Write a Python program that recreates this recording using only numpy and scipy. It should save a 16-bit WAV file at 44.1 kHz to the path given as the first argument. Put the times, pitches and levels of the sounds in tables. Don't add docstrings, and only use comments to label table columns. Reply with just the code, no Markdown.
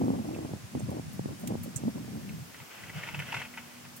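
import sys
import numpy as np
from scipy import signal
from scipy.fft import rfft, irfft, next_fast_len
from scipy.io import wavfile
from scipy.ndimage import map_coordinates

SR = 44100
rng = np.random.default_rng(int(sys.argv[2]) if len(sys.argv) > 2 else 0)


def master_out(mix):
    frames = np.transpose(np.atleast_2d(mix))
    ceiling = np.clip(frames, -1, 1)
    pcm = np.round(ceiling * 32767).astype(np.int16)
    wavfile.write(sys.argv[1], SR, pcm)


N = 176400


# t/s, level/dB
DRAG = [(2.2, -90), (2.5, -65), (2.61, -53), (2.66, -64), (2.72, -52), (2.84, -51.5), (2.92, -55),
        (2.97, -44), (3.02, -48), (3.09, -47.5), (3.12, -51), (3.2, -49), (3.25, -49), (3.29, -45.5),
        (3.33, -47), (3.385, -44), (3.415, -43.5), (3.435, -52), (3.5, -61), (3.6, -56), (3.66, -58),
        (3.8, -61), (3.86, -59), (3.92, -90)]
# t/s, level/dB, f/Hz of the modes that ring most
KNOCKS = [(.346, -40, 2500), (2.29, -40.5, 2500), (2.544, -42, 1900), (2.6, -41, 2100),
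          (2.836, -36.5, 2103), (2.896, -36, 1995), (3.034, -29.5, 1996), (3.073, -34, 2800),
          (3.087, -30.5, 2330), (3.145, -27.5, 2680), (3.191, -29.5, 2600), (3.199, -30, 2300),
          (3.221, -32, 1510), (3.322, -27, 2930), (3.326, -30, 891), (3.341, -26.5, 1490),
          (3.344, -28, 900), (3.366, -28, 2250), (3.402, -30.5, 2500), (3.416, -29.5, 1880),
          (3.45, -35.5, 2600), (3.538, -37.5, 2300), (3.574, -32, 1390), (3.583, -39.5, 2800),
          (3.85, -43, 1194)]
# f/Hz, level/dB
SCRAPE_EQ = [(200, -17), (450, -5.5), (680, -3), (880, -6), (1150, -4.5), (1450, -2), (2100, -3),
             (2700, -1.5), (3200, -4), (3900, -16), (5200, -14.5), (8000, -20), (15000, -30)]
# f/Hz, left-right correlation
SCRAPE_IMAGE = [(500, 0.45), (2000, 0.58), (3500, 0.36), (6000, 0.34), (13000, 0.33)]

def ladder(grit_db=1.0, judder_db=1.3, crunch_db=-12, ring_db=-9):
    drag_db, = curves(DRAG)
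    grit = unit(amp(grit_db * wobble(900) + judder_db * wobble(60)))
    scrape = amp(drag_db) * grit * noise(SCRAPE_EQ, SCRAPE_IMAGE)
    catches = sum(amp(db + crunch_db) * burst(s, rise=0.00094, t60=0.087) for s, db, _ in KNOCKS)
    contact = scrape + catches * noise(SCRAPE_EQ, SCRAPE_IMAGE)
    ring = amp(ring_db) * frame_ring(contact)
    knocks = sum(amp(db) * frame_knock(s, hz) for s, db, hz in KNOCKS)
    return panned(contact + ring + knocks, pan_db=1.0, lag_ms=0.042)


# f/Hz, level/dB, t60/s
FRAME_MODES = [(890, -1, .09), (935, -4, .06), (1351, -10, .12), (1445, -4, .12), (1491, -7, .12),
               (1787, -8, .15), (1960, -2, .15), (2023, -3, .15), (2153, -2, .15), (2250, -2, .12),
               (2477, -4, .1), (2600, -2, .09), (2685, -3, .1), (2917, -6, .12), (3067, -7, .12)]

def frame_ring(contact):
    t = np.arange(SR // 2) / SR
    modes = sum(amp(db - 60 * t / t60) * np.cos(2 * np.pi * hz * t + rng.normal(0, 0.2, (2, 1)))
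                for hz, db, t60 in FRAME_MODES)
    return unit(signal.fftconvolve(contact, modes, axes=1)[:, :N]) * contact.std()


def frame_knock(s, accent_hz, sand_t60=0.085, accent_db=10, accent_octaves=0.22, attack_s=0.00069):
    hz, db, t60 = np.transpose(FRAME_MODES)[..., None]
    hz = hz * (1 + rng.normal(0, 0.0086, hz.shape))
    t = np.arange(SR // 8) / SR
    accent = accent_db * np.exp(-(np.log2(hz / accent_hz) / accent_octaves) ** 2)
    decay_db = 60 * t * (1 / t60 + 1 / sand_t60)
    envelopes = amp(db + accent + rng.normal(0, 2.6, hz.shape) - decay_db)
    modes = envelopes * np.sin(2 * np.pi * hz * t + rng.normal(0, 1, hz.shape))
    ring = modes.sum(0) * (1 - np.exp(-t / attack_s))
    return cued(ring / np.abs(ring).max(), s)


# t/s, rumble level/dB, flutter level/dB
GUSTS = [(0.03, -37.5, -29.5), (0.13, -46, -30), (0.18, -52, -35), (0.2, -39, -35), (0.24, -44, -41),
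         (0.45, -44.5, -42.5), (0.51, -48, -47), (0.55, -35.5, -42.5), (0.59, -50, -66), (0.7, -53.5, -67),
         (0.77, -39, -32), (0.8, -41, -46), (0.87, -40.5, -43.5), (0.92, -44, -39.5), (0.98, -41, -44),
         (1.02, -43.5, -60.5), (1.15, -41.5, -46.5), (1.22, -44, -52.5), (1.32, -40.5, -42),
         (1.38, -53, -55), (1.43, -48.5, -40.5), (1.51, -39.5, -35.5), (1.6, -38, -52),
         (1.68, -43.5, -37.5), (1.72, -50, -54.5), (1.8, -47, -46), (1.88, -40, -29.5), (1.925, -50, -52),
         (1.96, -40.5, -36.5), (2.06, -43.5, -49), (2.17, -46, -36.5), (2.21, -48.5, -45),
         (2.33, -41.5, -41.5), (2.46, -52.5, -52.5), (2.72, -73.5, -88), (2.83, -48.5, -66),
         (3.38, -48.5, -62), (3.55, -57.5, -80)]
# t/s, f/Hz
FLUTTER_PITCH = [(0, 290), (.14, 230), (.22, 238.7), (.33, 309.4), (.45, 298.3), (.6, 159.7), (.77, 260.7),
                 (.84, 189.8), (.94, 340), (1.04, 230), (1.2, 178.2), (1.33, 272), (1.39, 190.3),
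                 (1.5, 225.3), (1.87, 205), (2.0, 230), (2.17, 205.7), (2.32, 184.6), (2.45, 140.4)]
# f/Hz, level/dB
RUMBLE_EQ = [(45, -17), (75, -5), (115, -1), (165, -1.5), (220, -6.5), (330, -25.5), (600, -64)]
# f/Hz, level/dB
ROAR_EQ = [(200, 2.5), (380, 0.5), (650, -0.5), (900, -9), (1200, -10.5), (2000, -43)]

def wind(flutter_trim_db=1, width_hz=55, steadiness=0.27, roar_trim_db=-8, strong_gust_db=-36):
    rumble_db, flutter_db = curves(GUSTS)
    hz, = curves(FLUTTER_PITCH)
    real, imag = filtered(rng.standard_normal((2, N)), lambda f: 1 / (1 + (f / width_hz) ** 2))
    swirl = (real + 1j * imag) / np.hypot(real, imag) ** steadiness
    vortices = np.real(swirl * np.exp(2j * np.pi * np.cumsum(hz) / SR))
    flutter = amp(flutter_db + flutter_trim_db) * unit(ports(vortices, 1))
    roar_db = strong_gust_db + roar_trim_db + 0.9 * (flutter_db - strong_gust_db)
    roar = amp(roar_db) * (hz / hz.mean()) ** 2 * buffet(ROAR_EQ, lumps_db=7.5, right_db=-5.5)
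    rumble = amp(rumble_db) * buffet(RUMBLE_EQ, lumps_db=1, right_db=2)
    return rumble + flutter + roar


def buffet(eq, lumps_db, right_db):
    lumps = (rng.standard_normal(N) * amp(lumps_db * wobble(110)) for _ in range(2))
    left, right = (unit(filtered(x, lambda hz: amp(along(eq, hz)))) for x in lumps)
    return unit(ports(left, 1) + amp(right_db) * ports(right, -1))


# t/s, half-length/s, f/Hz, level/dB
THUMPS = [(0.647, 0.016, 135, -35.5), (0.761, 0.0086, 220, -28.5), (0.839, 0.015, 125, -26),
          (0.898, 0.0067, 115, -25.5), (1.214, 0.0067, 130, -27), (1.766, 0.011, 140, -26.5),
          (1.859, .012, 180, -31), (2.161, 0.012, 165, -37), (2.417, .025, 135, -34.5),
          (2.62, 0.021, 130, -42.5), (2.971, 0.028, 150, -33), (3.155, 0.032, 140, -36),
          (3.191, 0.035, 140, -31), (3.372, .024, 125, -37.5), (3.87, 0.041, 150, -48)]

def thumps(wander_rad=0.73):
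    t = np.arange(N) / SR
    drift = wander_rad * wobble(90)
    pressure = np.zeros(N)
    for s, half_length, hz, db in THUMPS:
        swell = np.exp(-2 * np.minimum(((t - s) / half_length) ** 2, 20))
        pressure += amp(db) * swell * np.sin(2 * np.pi * hz * t + drift + rng.uniform(0, 2 * np.pi))
    return ports(pressure, 1)


# t/s, level/dB, side (+ left port, - right port)
EDDIES = [(.012, -27, 0.58), (.018, -19.5, 0.94), (0.082, -20.5, 1), (.104, -20.5, 1), (.363, -28, 0.73),
          (0.389, -28, 0.91), (.449, -28, 0.87), (0.536, -26.5, -0.55), (.751, -23.5, -0.67),
          (.806, -28.5, 0.85), (0.917, -28, 1), (.934, -38, 1), (0.969, -27, 0.99), (.996, -27, 0.94),
          (1.194, -23, -1.02), (1.258, -23, -1.4), (1.311, -33, -1), (1.522, -26, 0.68),
          (1.545, -29, -1.02), (1.554, -24.5, -0.77), (1.837, -27, 0.98), (1.881, -25.5, 1),
          (1.959, -33.5, 1)]
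# f/Hz, level/dB
EDDY_EQ = [(30, -60), (80, -4), (160, 2.5), (280, 2), (500, -6.5), (850, -11), (1300, -24), (2500, -52)]

def eddies(trim_db=1):
    push = pulse(EDDY_EQ)
    return sum(amp(db + trim_db) * ports(cued(push, s), side) for s, db, side in EDDIES)


# f/Hz, lead/rad
PORT_PHASE = [(20, 0.23), (100, 1.02), (260, 1.3), (600, 1.79), (1200, 2.3)]

def ports(x, side):
    return filtered(x, lambda hz: np.exp(1j * side * along(PORT_PHASE, hz) * np.array([[.5], [-.5]])))


# t/s, tick level/dB, ring level/dB, snap level/dB, attack/s, t60/s
CLICKS = [(0.794, -45, -36, -70, 0.0023, 0.052), (0.904, -37, -70, -68, 0.00091, 0.037),
          (1.124, -35, -62, -55, 0.012, 0.11), (1.395, -38.5, -52, -70, .0008, .055),
          (1.408, -43, -60, -70, .001, 0.077), (1.4729, -29.5, -35, -35, .0004, 0.056),
          (1.631, -31.5, -53, -63, .004, 0.083), (1.7588, -37.5, -23.5, -59, 0.0016, 0.068),
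          (3.193, -32, -60, -50, 0.0011, 0.022), (3.96, -34, -89, -70, 0.006, 0.1)]
# f/Hz, level/dB
TICK_EQ = [(2000, -33), (5000, -4), (7000, 3), (10000, 6), (13500, 5.5), (16000, 6.5)]
# f/Hz, level/dB
RING_EQ = [(2000, -25), (4800, -36), (5800, -8), (6900, -4.5), (7300, -6), (7650, 1.5), (8300, -6),
           (8650, -5), (9050, -4), (9800, -23), (16000, -21)]
# f/Hz, level/dB
SNAP_EQ = [(800, -25), (2200, 9), (4500, 6), (7000, -1), (12000, -26)]

def clicks(tick_trim_db=-6, ring_trim_db=-5, snap_trim_db=-6):
    tick_env, ring_env, snap_env = sum(amp(levels)[:, None] * burst(s, rise, t60)
                                       for s, *levels, rise, t60 in CLICKS)
    tick = amp(tick_trim_db) * tick_env * noise(TICK_EQ, image=[(6000, .3), (13000, 0.61)])
    snap = amp(snap_trim_db) * snap_env * noise(SNAP_EQ, image=[(4000, 0.65)])
    ring = amp(ring_trim_db) * ring_env * noise(RING_EQ, image=[(7500, -.1)])
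    roughness = unit(amp(1.5 * wobble(400)))
    return roughness * (panned(tick + snap, pan_db=-1) + panned(ring, pan_db=-8.5))


def hum(start_s=3.36, hz=242, level_db=-51.5):
    tremolo = amp(2.5 * wobble(22))
    tone = np.sin(2 * np.pi * hz * np.arange(N) / SR + .5 * wobble(20))
    return amp(level_db) * burst(start_s, rise=0.037, t60=6.4) * tremolo * tone


# f/Hz, level/dB
AIR_EQ = [(25, -48), (60, -19), (110, -10), (240, -2), (400, -7), (800, -8), (1500, -9.5), (2600, -11),
          (3900, -15), (5300, -13), (8000, -16), (11500, -19.5), (15500, -46)]
# f/Hz, left-right correlation
AIR_IMAGE = [(100, 0.49), (500, 0.033), (2000, 0.057), (5000, 0.052), (9000, 0.13), (13000, 0.13)]
# t/s, level/dB
HISS_RIDE = [(0, -63), (.8, -65), (1.6, -64), (2.4, -60), (3.2, -59), (4, -62)]
# f/Hz, level/dB
HISS_EQ = [(9000, -21), (12300, 5.5), (14300, 6.5), (16000, 5.5)]

def air(bed_db=-51):
    hiss_db, = curves(HISS_RIDE)
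    return amp(bed_db) * noise(AIR_EQ, AIR_IMAGE) + amp(hiss_db) * noise(HISS_EQ, image=[(12000, 1.0)])


def amp(db):
    return 10 ** (np.asarray(db) / 20)


def unit(x):
    return x / np.sqrt(np.mean(x ** 2) + 1e-20)


def along(points, hz):
    f, v = np.transpose(points)
    return np.interp(np.log(hz + 1), np.log(f + 1), v)


def curves(rows):
    s, *columns = np.transpose(rows)
    return [np.interp(np.arange(N) / SR, s, column) for column in columns]


def wobble(rate):
    return map_coordinates(rng.standard_normal(int(N * rate / SR) + 4), [np.arange(N) * rate / SR])


def filtered(x, response):
    size = next_fast_len(N + SR // 2)
    return irfft(rfft(x, size) * response(np.fft.rfftfreq(size, 1 / SR)), size)[..., :N]


def noise(eq, image):
    def mid_side(hz):
        width = np.arccos(np.clip(along(image, hz), -1, 1)) / 2
        return amp(along(eq, hz)) * [np.cos(width), np.sin(width)]
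    mid, side = filtered(rng.standard_normal((2, N)), mid_side)
    return unit(np.array([mid + side, mid - side]))


def pulse(eq, size=4096):
    cepstrum = irfft(np.log(amp(along(eq, np.fft.rfftfreq(size, 1 / SR)))))
    cepstrum[1:size // 2] *= 2
    cepstrum[size // 2 + 1:] = 0
    shape = irfft(np.exp(rfft(cepstrum)))
    return shape / np.abs(shape).max()


def burst(s, rise, t60):
    t = np.maximum(np.arange(N) / SR - s, 0)
    return (1 - np.exp(-t / rise)) * np.exp(-np.minimum(np.log(1000) * t / t60, 20))


def cued(x, s):
    return np.pad(x, (int(s * SR), N))[:N]


def panned(x, pan_db, lag_ms=0):
    sides = np.array([[.5], [-.5]])
    return filtered(x, lambda hz: np.exp(-2j * np.pi * hz * sides * lag_ms / 1000)) * amp(sides * pan_db)


def scene(low_cut_hz=69.5, high_cut_hz=1260):
    band = lambda hz: 1 / (1 + (low_cut_hz / (hz + 1)) ** 4) / (1 + (hz / high_cut_hz) ** 8)
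    wind_bus = filtered(wind() + thumps() + eddies(), band)
    return ladder() + wind_bus + hum() + clicks() + air()


def record(dry, top_hz=16030):
    return filtered(dry, lambda hz: hz < top_hz)


dry = scene()
out = record(dry)
master_out(out)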